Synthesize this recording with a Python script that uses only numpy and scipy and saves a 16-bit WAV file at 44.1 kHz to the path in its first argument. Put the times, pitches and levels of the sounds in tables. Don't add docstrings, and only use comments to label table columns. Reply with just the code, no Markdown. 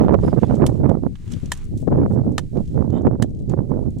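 import sys
import numpy as np
from scipy.fft import rfft, irfft, next_fast_len
from scipy.io import wavfile
from scipy.ndimage import map_coordinates

SR = 44100
rng = np.random.default_rng(int(sys.argv[2]) if len(sys.argv) > 2 else 0)


def generate_wav(signal):
    frames = np.transpose(np.atleast_2d(signal))
    scaled = np.clip(frames, -1, 1) * 32767
    pcm = np.round(scaled).astype(np.int16)
    wavfile.write(sys.argv[1], SR, pcm)


N = 176400

# (time [s], crunch [dB], knock [dB], thud [dB], thud pitch [Hz], delay of second break [s],
# second break [dB], spray [dB], treble tilt [dB/octave])
BLOWS = [(0.6642, -26, -42, -23.5, 980, 0.0068, -50, -57, 2.5),
         (1.5181, -21, -19, -15.5, 965, .013, -41, -49.5, 1.5),
         (2.3799, -22.5, -21, -13, 1230, 0.0099, -35, -57.5, -2.2),
         (3.2227, -26.5, -27, -25, 1310, .012, -49.5, -63, 0.6)]
# (frequency [Hz], relative density [dB])
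SNOW_SPECTRUM = [(300, -17), (700, 7), (1500, 0), (2400, -3), (3200, 4.5), (5000, -3), (6000, 3), (7600, 2),
                 (10000, -4), (13000, -13), (15500, -24)]
SNOW_PAN_DB, CLOTH_PAN_DB = -8.5, -5


def amp(db):
    return 10 ** (np.asarray(db) / 20)


def unit(x):
    return x / np.sqrt(np.mean(x ** 2) + 1e-20)


def along(points, hz):
    freqs, values = np.transpose(points)
    return np.interp(np.log(hz + 1), np.log(freqs + 1), values)


def curve(points):
    return np.interp(np.arange(N) / SR, *np.transpose(points))


def wobble(rate):
    return map_coordinates(rng.standard_normal(N // 4), [np.arange(N) * rate / SR], mode="wrap")


def filtered(x, response):
    size = next_fast_len(N + SR // 4)
    return irfft(rfft(x, size) * response(np.fft.rfftfreq(size, 1 / SR)), size)[..., :N]


def pan(db):
    return amp(np.array([[db], [-db]]) / 2)


def noise(spectrum, apart, tilt_db=0):
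    def colour(hz):
        return amp(along(spectrum, hz) + tilt_db * np.log2(np.maximum(hz / 1000, 1)))
    white = rng.standard_normal(N) + apart * rng.standard_normal((2, N))
    return unit(filtered(white, colour))


def burst(start, attack, hold, t60):
    t = np.arange(N) / SR - start
    return np.clip(t / attack, 0, 1) * np.exp(-np.log(1000) * np.clip((t - attack - hold) / t60, 0, 5))


def crunch(lump_db=6.5):
    out = np.zeros((2, N))
    lumps = unit(amp(lump_db * wobble(rate=680)))
    for start, db, _, _, _, delay, second_db, spray_db, tilt_db in BLOWS:
        first_break = amp(db) * burst(start, attack=0.00049, hold=0.0025, t60=0.02)
        second_break = amp(second_db) * burst(start + delay, attack=0.0013, hold=0.0025, t60=0.028)
        spray = amp(spray_db) * lumps * burst(start, attack=0.011, hold=0.005, t60=0.18)
        out += (first_break + second_break + spray) * grit(tilt_db)
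    return out * pan(SNOW_PAN_DB)


def grit(tilt_db, rough_db=3, left_lag_s=0.000021):
    crystals = noise(SNOW_SPECTRUM, apart=0.5, tilt_db=tilt_db) * amp(rough_db * wobble(rate=2500))
    delays = np.array([[left_lag_s], [-left_lag_s]]) / 2
    return unit(filtered(crystals, lambda hz: np.exp(-2j * np.pi * hz * delays)))


def knock(delay_s=0.00098, attack_s=0.00043, thud_t60=0.017):
    # (frequency [Hz], level relative to the knock [dB], t60 [s])
    axe_modes = [(646, -11.5, 0.027), (810, -10, 0.028), (1746, -2.5, 0.037), (1844, -4, .035),
                 (2244, -15, .025), (3066, -4, 0.026), (4140, -14, .03), (5965, -25, .05),
                 (7180, -9, 0.035)]
    out, t = np.zeros(N), np.arange(SR // 8) / SR
    for start, _, knock_db, thud_db, thud_hz, *_ in BLOWS:
        modes = [(hz, db + knock_db, t60) for hz, db, t60 in axe_modes]
        ring = np.zeros(len(t))
        for hz, db, t60 in modes + [(thud_hz, thud_db, thud_t60)]:
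            decay = amp(db + rng.normal(0, 0.6)) * np.exp(-np.log(1000) * t / t60)
            ring += decay * np.sin(2 * np.pi * (hz * rng.normal(1, 0.0036) * t + rng.random()))
        out[round((start + delay_s) * SR):][:len(t)] += ring * (1 - np.exp(-t / attack_s))
    return out * pan(db=4)


def ticks(gain_db=-9.5, width_octaves=1.2, crumbs_per_s=8.2, crumb_db=-52, crumb_t60=0.026):
    timed_ticks = [(0.127, -48, 7500, 0.022), (.1425, -32.5, 5000, 0.0054), (0.553, -39, 7000, 0.043),
                   (0.8947, -30, 3480, 0.0092), (1.155, -37, 1900, .035), (1.32, -30, 7000, .04),
                   (1.336, -32, 3500, .035), (1.4583, -35, 6000, .025), (1.574, -37, 7500, .04),
                   (1.6426, -38, 9000, 0.015), (1.652, -40, 9000, .015), (1.7752, -39, 7000, 0.054),
                   (2.3212, -47.5, 7500, .03), (2.572, -34, 2200, 0.013), (2.6557, -48, 4000, 0.036),
                   (2.6765, -46, 5000, 0.035), (2.903, -42.5, 4200, 0.02), (3.0698, -37, 3910, 0.0042),
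                   (3.391, -49.5, 7000, .04), (3.4953, -37, 5850, .04), (3.9848, -45.5, 6900, 0.043)]
    crumbs = [(when * N / SR, crumb_db + 4.5 * (2 * size - 1), 4000 + 5000 * brightness, crumb_t60)
              for when, size, brightness in rng.random((int(crumbs_per_s * N / SR), 3))]
    out, t = np.zeros((2, N + SR)), np.arange(SR // 10) / SR
    octave = np.log2(np.fft.rfftfreq(len(t), 1 / SR) + 1)
    colour = amp(along(SNOW_SPECTRUM, 2 ** octave))
    for start, db, hz, t60 in timed_ticks + crumbs:
        white = rng.standard_normal(len(t)) + 0.5 * rng.standard_normal((2, len(t)))
        band = np.exp(-((octave - np.log2(hz)) / width_octaves) ** 2)
        tick = unit(irfft(rfft(white) * band * colour, len(t))) * np.exp(-np.log(1000) * t / t60)
        out[:, round(start * SR):][:, :len(t)] += amp(db + gain_db) * tick
    return out[:, :N] * pan(SNOW_PAN_DB)


def wind():
    # (time [s], level [dB])
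    left_gusts = [(0.0, -15.5), (0.15, -22.5), (0.18, -18), (0.23, -21.5), (0.27, -16.0), (0.29, -18),
                  (0.32, -23), (0.35, -34.0), (0.5, -27), (0.53, -14.5), (0.57, -27.5), (0.63, -16),
                  (0.78, -28), (0.8, -18.0), (0.99, -33.5), (1.02, -28.5), (1.12, -22.5), (1.16, -37.5),
                  (1.37, -21), (1.41, -36.5), (1.43, -20.5), (1.58, -34), (1.76, -23), (1.78, -26),
                  (1.83, -17), (1.86, -22), (1.88, -10.0), (1.9, -15.5), (1.93, -10), (1.96, -15.5),
                  (2.03, -14), (2.05, -15.5), (2.07, -17.5), (2.23, -22.5), (2.26, -13.5), (2.36, -31),
                  (2.63, -33), (2.7, -25.5), (2.84, -27.0), (3.04, -23.5), (3.08, -11.5), (3.12, -26),
                  (3.45, -24), (3.74, -33.5), (3.78, -59), (3.82, -21), (3.84, -41), (3.89, -20.5),
                  (3.92, -34.5), (4.0, -21)]
    right_gusts = [(0.0, -5.5), (0.08, -13.5), (0.1, -8.5), (0.12, -12), (0.14, -3.5), (0.18, -19.5),
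                   (0.2, -11.5), (0.22, -19.5), (0.24, -9), (0.26, -15.5), (0.28, -7), (0.31, -18.0),
                   (0.33, -11), (0.36, -16), (0.38, -4.5), (0.41, -28.5), (0.43, -3.5), (0.47, -21),
                   (0.5, -9.5), (0.57, -14.5), (0.63, -7.5), (0.67, -15), (0.69, -9.5), (0.71, -15.0),
                   (0.83, -15), (0.85, -6), (0.87, -11.5), (0.89, -11), (0.99, -15), (1.01, -23),
                   (1.03, -16.5), (1.07, -14), (1.11, -38), (1.33, -34.5), (1.68, -44.5), (1.73, -17.5),
                   (1.88, -39), (1.91, -12.5), (2.05, -11), (2.09, -25.5), (2.11, -11), (2.13, -17),
                   (2.17, -11.5), (2.23, -15.5), (2.3, -14.5), (2.37, -20), (2.44, -21.5), (2.5, -35.5),
                   (2.54, -16.0), (2.59, -13.5), (2.66, -31.5), (2.79, -11.0), (2.87, -16), (2.96, -11.5),
                   (3.02, -16.5), (3.07, -8.5), (3.09, -23.5), (3.11, -14), (3.16, -14.5), (3.18, -27.5),
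                   (3.2, -13.5), (3.23, -12.5), (3.33, -30), (3.43, -20), (3.45, -26), (3.54, -11),
                   (3.56, -21.5), (3.59, -10.5), (3.63, -18.5), (3.68, -21), (3.71, -11), (3.75, -15.5),
                   (3.88, -16.5), (3.95, -26.5), (3.98, -20.5), (4.0, -32)]
    return np.array([buffet(left_gusts, port_db=-1.33, tilt_db=-0.24),
                     buffet(right_gusts, port_db=-1.26, tilt_db=-0.05)])


def buffet(gusts, port_db, tilt_db, strong_gust_db=-12.5, stall_db=3):
    # (centre [Hz], level [dB], growth [dB per dB of gust], flutter depth [dB])
    bands = [(15, -49.5, -0.7, 0.5), (32, -35.5, 1, -3.5), (64, -24.5, 0.55, 0.5), (131, -17, 0.91, 3.5),
             (257.4, -18, 1.34, 3.5), (498, -23, 2.03, 6.3), (987, -35, 3, 8.5), (2010, -53, 4.5, 8),
             (3970, -76, 6.5, 13.5)]
    centres = [hz for hz, *_ in bands]
    edges = [centres[0] / 2] + centres + [centres[-1] * 2]
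    density = [(hz, db - 10 * np.log10(hz)) for hz, db, _, _ in bands]
    excess_db = curve(gusts) - strong_gust_db
    flutter = 2 * np.tanh(wobble(rate=330) / 2)
    white, out = rng.standard_normal(N), np.zeros(N)
    for k, (hz, db, growth, flutter_db) in enumerate(bands):
        triangle = [(edges[k], 0), (hz, 1), (edges[k + 2], 0)]
        band = unit(filtered(white, lambda f: along(triangle, f) * amp(along(density, f))))
        drive_db = growth * np.minimum(excess_db, stall_db) + 0.6 * np.maximum(excess_db - stall_db, 0)
        out += amp(db + drive_db + tilt_db * np.log2(hz / 200)) * band * unit(amp(flutter_db * flutter))
    return amp(port_db) * out


def pops(lowpass_hz=1400):
    # (time [s], port, peak before the low-pass [dB], rise [s])
    eddies = [(0.0136, "right", -2, 0.00062), (.0838, "right", 1, 0.00023),
              (0.189, "right", -10.5, 0.00035), (.284, "right", -11, 0.00021),
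              (0.3302, "right", 0, 0.00056), (0.4377, "right", -5, 0.00057), (.523, "right", -7.5, .0006),
              (0.6218, "right", -4, 0.0003), (0.641, "right", 1, 0.00028), (0.8442, "right", -5, 0.00068),
              (0.857, "right", -2, 0.00088), (0.897, "right", 0, .0009), (1.0367, "right", -7, 0.0011),
              (1.0659, "right", -5, 0.0006), (1.9187, "left", -15, 0.00084), (1.9435, "right", -15, 0.0011),
              (2.0621, "right", -4.5, 0.00035), (2.7778, "right", -7.5, 0.00039),
              (3.0503, "right", -6, 0.00066), (3.0694, "right", 1, 0.00041),
              (3.0756, "right", -3.5, 0.00043), (3.1122, "right", -5.5, 0.0011),
              (3.1548, "right", -14, .0007), (3.1998, "right", -8, 0.00099), (3.5374, "right", -6, 0.00038),
              (3.576, "right", -11, 0.001), (3.591, "right", -5, 0.00083)]
    out = np.zeros((2, N))
    for start, port, db, rise in eddies:
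        age = np.maximum(np.arange(N) / SR - start, 0) / rise
        pressure = age * (2 - age) * np.exp(-age)
        out[int(port == "right")] += amp(db) * pressure / pressure.max()
    return filtered(out, lambda hz: 1 / (1 + (hz / lowpass_hz) ** 4))


def clothing(rough_db=2):
    # (peak time [s], rise [s], fall [s], level [dB], treble tilt [dB/octave])
    swishes = [(0.031, 0.029, 0.045, -53, -5), (.26, .07, 0.1, -55, -0.5), (.44, 0.065, 0.11, -55.5, -1),
               (.56, .04, 0.025, -58, 2), (.74, 0.034, 0.069, -64, 2.5), (1.327, .04, 0.028, -51.5, 1.5),
               (1.379, 0.21, 0.23, -57.5, -1), (1.601, 0.09, 0.062, -55, -2.5), (1.799, .03, 0.043, -59, 8),
               (2.13, 0.038, 0.022, -63, 8.5), (2.679, 0.24, 0.16, -65.5, 3),
               (2.959, 0.035, 0.06, -57, -6.5), (3.509, .015, 0.026, -54, -4)]
    # (frequency [Hz], relative density [dB])
    fabric_spectrum = [(400, 1), (1200, 6), (3200, 4), (5000, -1), (7500, 1), (10000, -8.5), (13000, -19.5),
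                       (16000, -19.5)]
    out, t = np.zeros((2, N)), np.arange(N) / SR
    for peak, rise, fall, db, tilt_db in swishes:
        swell = np.exp(-((t - peak) / np.where(t < peak, rise, fall)) ** 2)
        out += amp(db) * swell * noise(fabric_spectrum, apart=1.0, tilt_db=tilt_db)
    return out * amp(rough_db * wobble(rate=240)) * pan(CLOTH_PAN_DB)


def squeaks(jitter=0.04, rough_db=4.5):
    # (peak time [s], half length [s], pitch [Hz], level [dB], glide [octaves/s])
    scrapes = [(0.276, .045, 5080, -61, -0.98), (0.259, .04, 10000, -64, -0.16),
               (0.447, 0.018, 3430, -57, -0.76), (2.962, .04, 3060, -61.5, 0.75),
               (2.966, .035, 3620, -64, 0.52), (2.97, .035, 7250, -69.5, 0.32)]
    out, t = np.zeros(N), np.arange(N) / SR
    for peak, half, hz, db, glide in scrapes:
        octaves = glide * np.clip(t - peak, -2 * half, 2 * half)
        pitch = hz * 2 ** octaves * (1 + jitter * wobble(rate=1600))
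        slips = unit(np.sin(2 * np.pi * np.cumsum(pitch) / SR) * amp(rough_db * wobble(rate=210)))
        out += amp(db) * np.exp(-((t - peak) / half) ** 2) * slips
    return out * pan(CLOTH_PAN_DB)


def air(gain_db=2.5):
    # (frequency [Hz], relative density [dB])
    hiss_spectrum = [(880, -45), (1500, -11.5), (1930, 0), (2170, -0.5), (2330, -2.5), (3480, -3.5),
                     (4140, 0), (4750, -3.5), (8540, -3.5), (15500, -17)]
    # (time [s], relative level [dB])
    hiss_swell = [(0.0, -69.5), (0.26, -69.5), (0.37, -67), (0.56, -66), (0.85, -70), (1.11, -70.5),
                  (1.41, -65), (1.53, -65.5), (1.9, -69.5), (2.84, -70), (3.04, -75), (4.0, -70)]
    return amp(curve(hiss_swell) + gain_db) * noise(hiss_spectrum, apart=1.0) * pan(db=-4)


def scene():
    return wind() + pops() + crunch() + knock() + ticks() + clothing() + squeaks() + air()


def record(dry, top_hz=15800):
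    rounded = dry / (1 + np.abs(dry) ** 8) ** (1 / 8)
    return filtered(rounded, lambda hz: hz < top_hz)


dry = scene()
out = record(dry)
generate_wav(out)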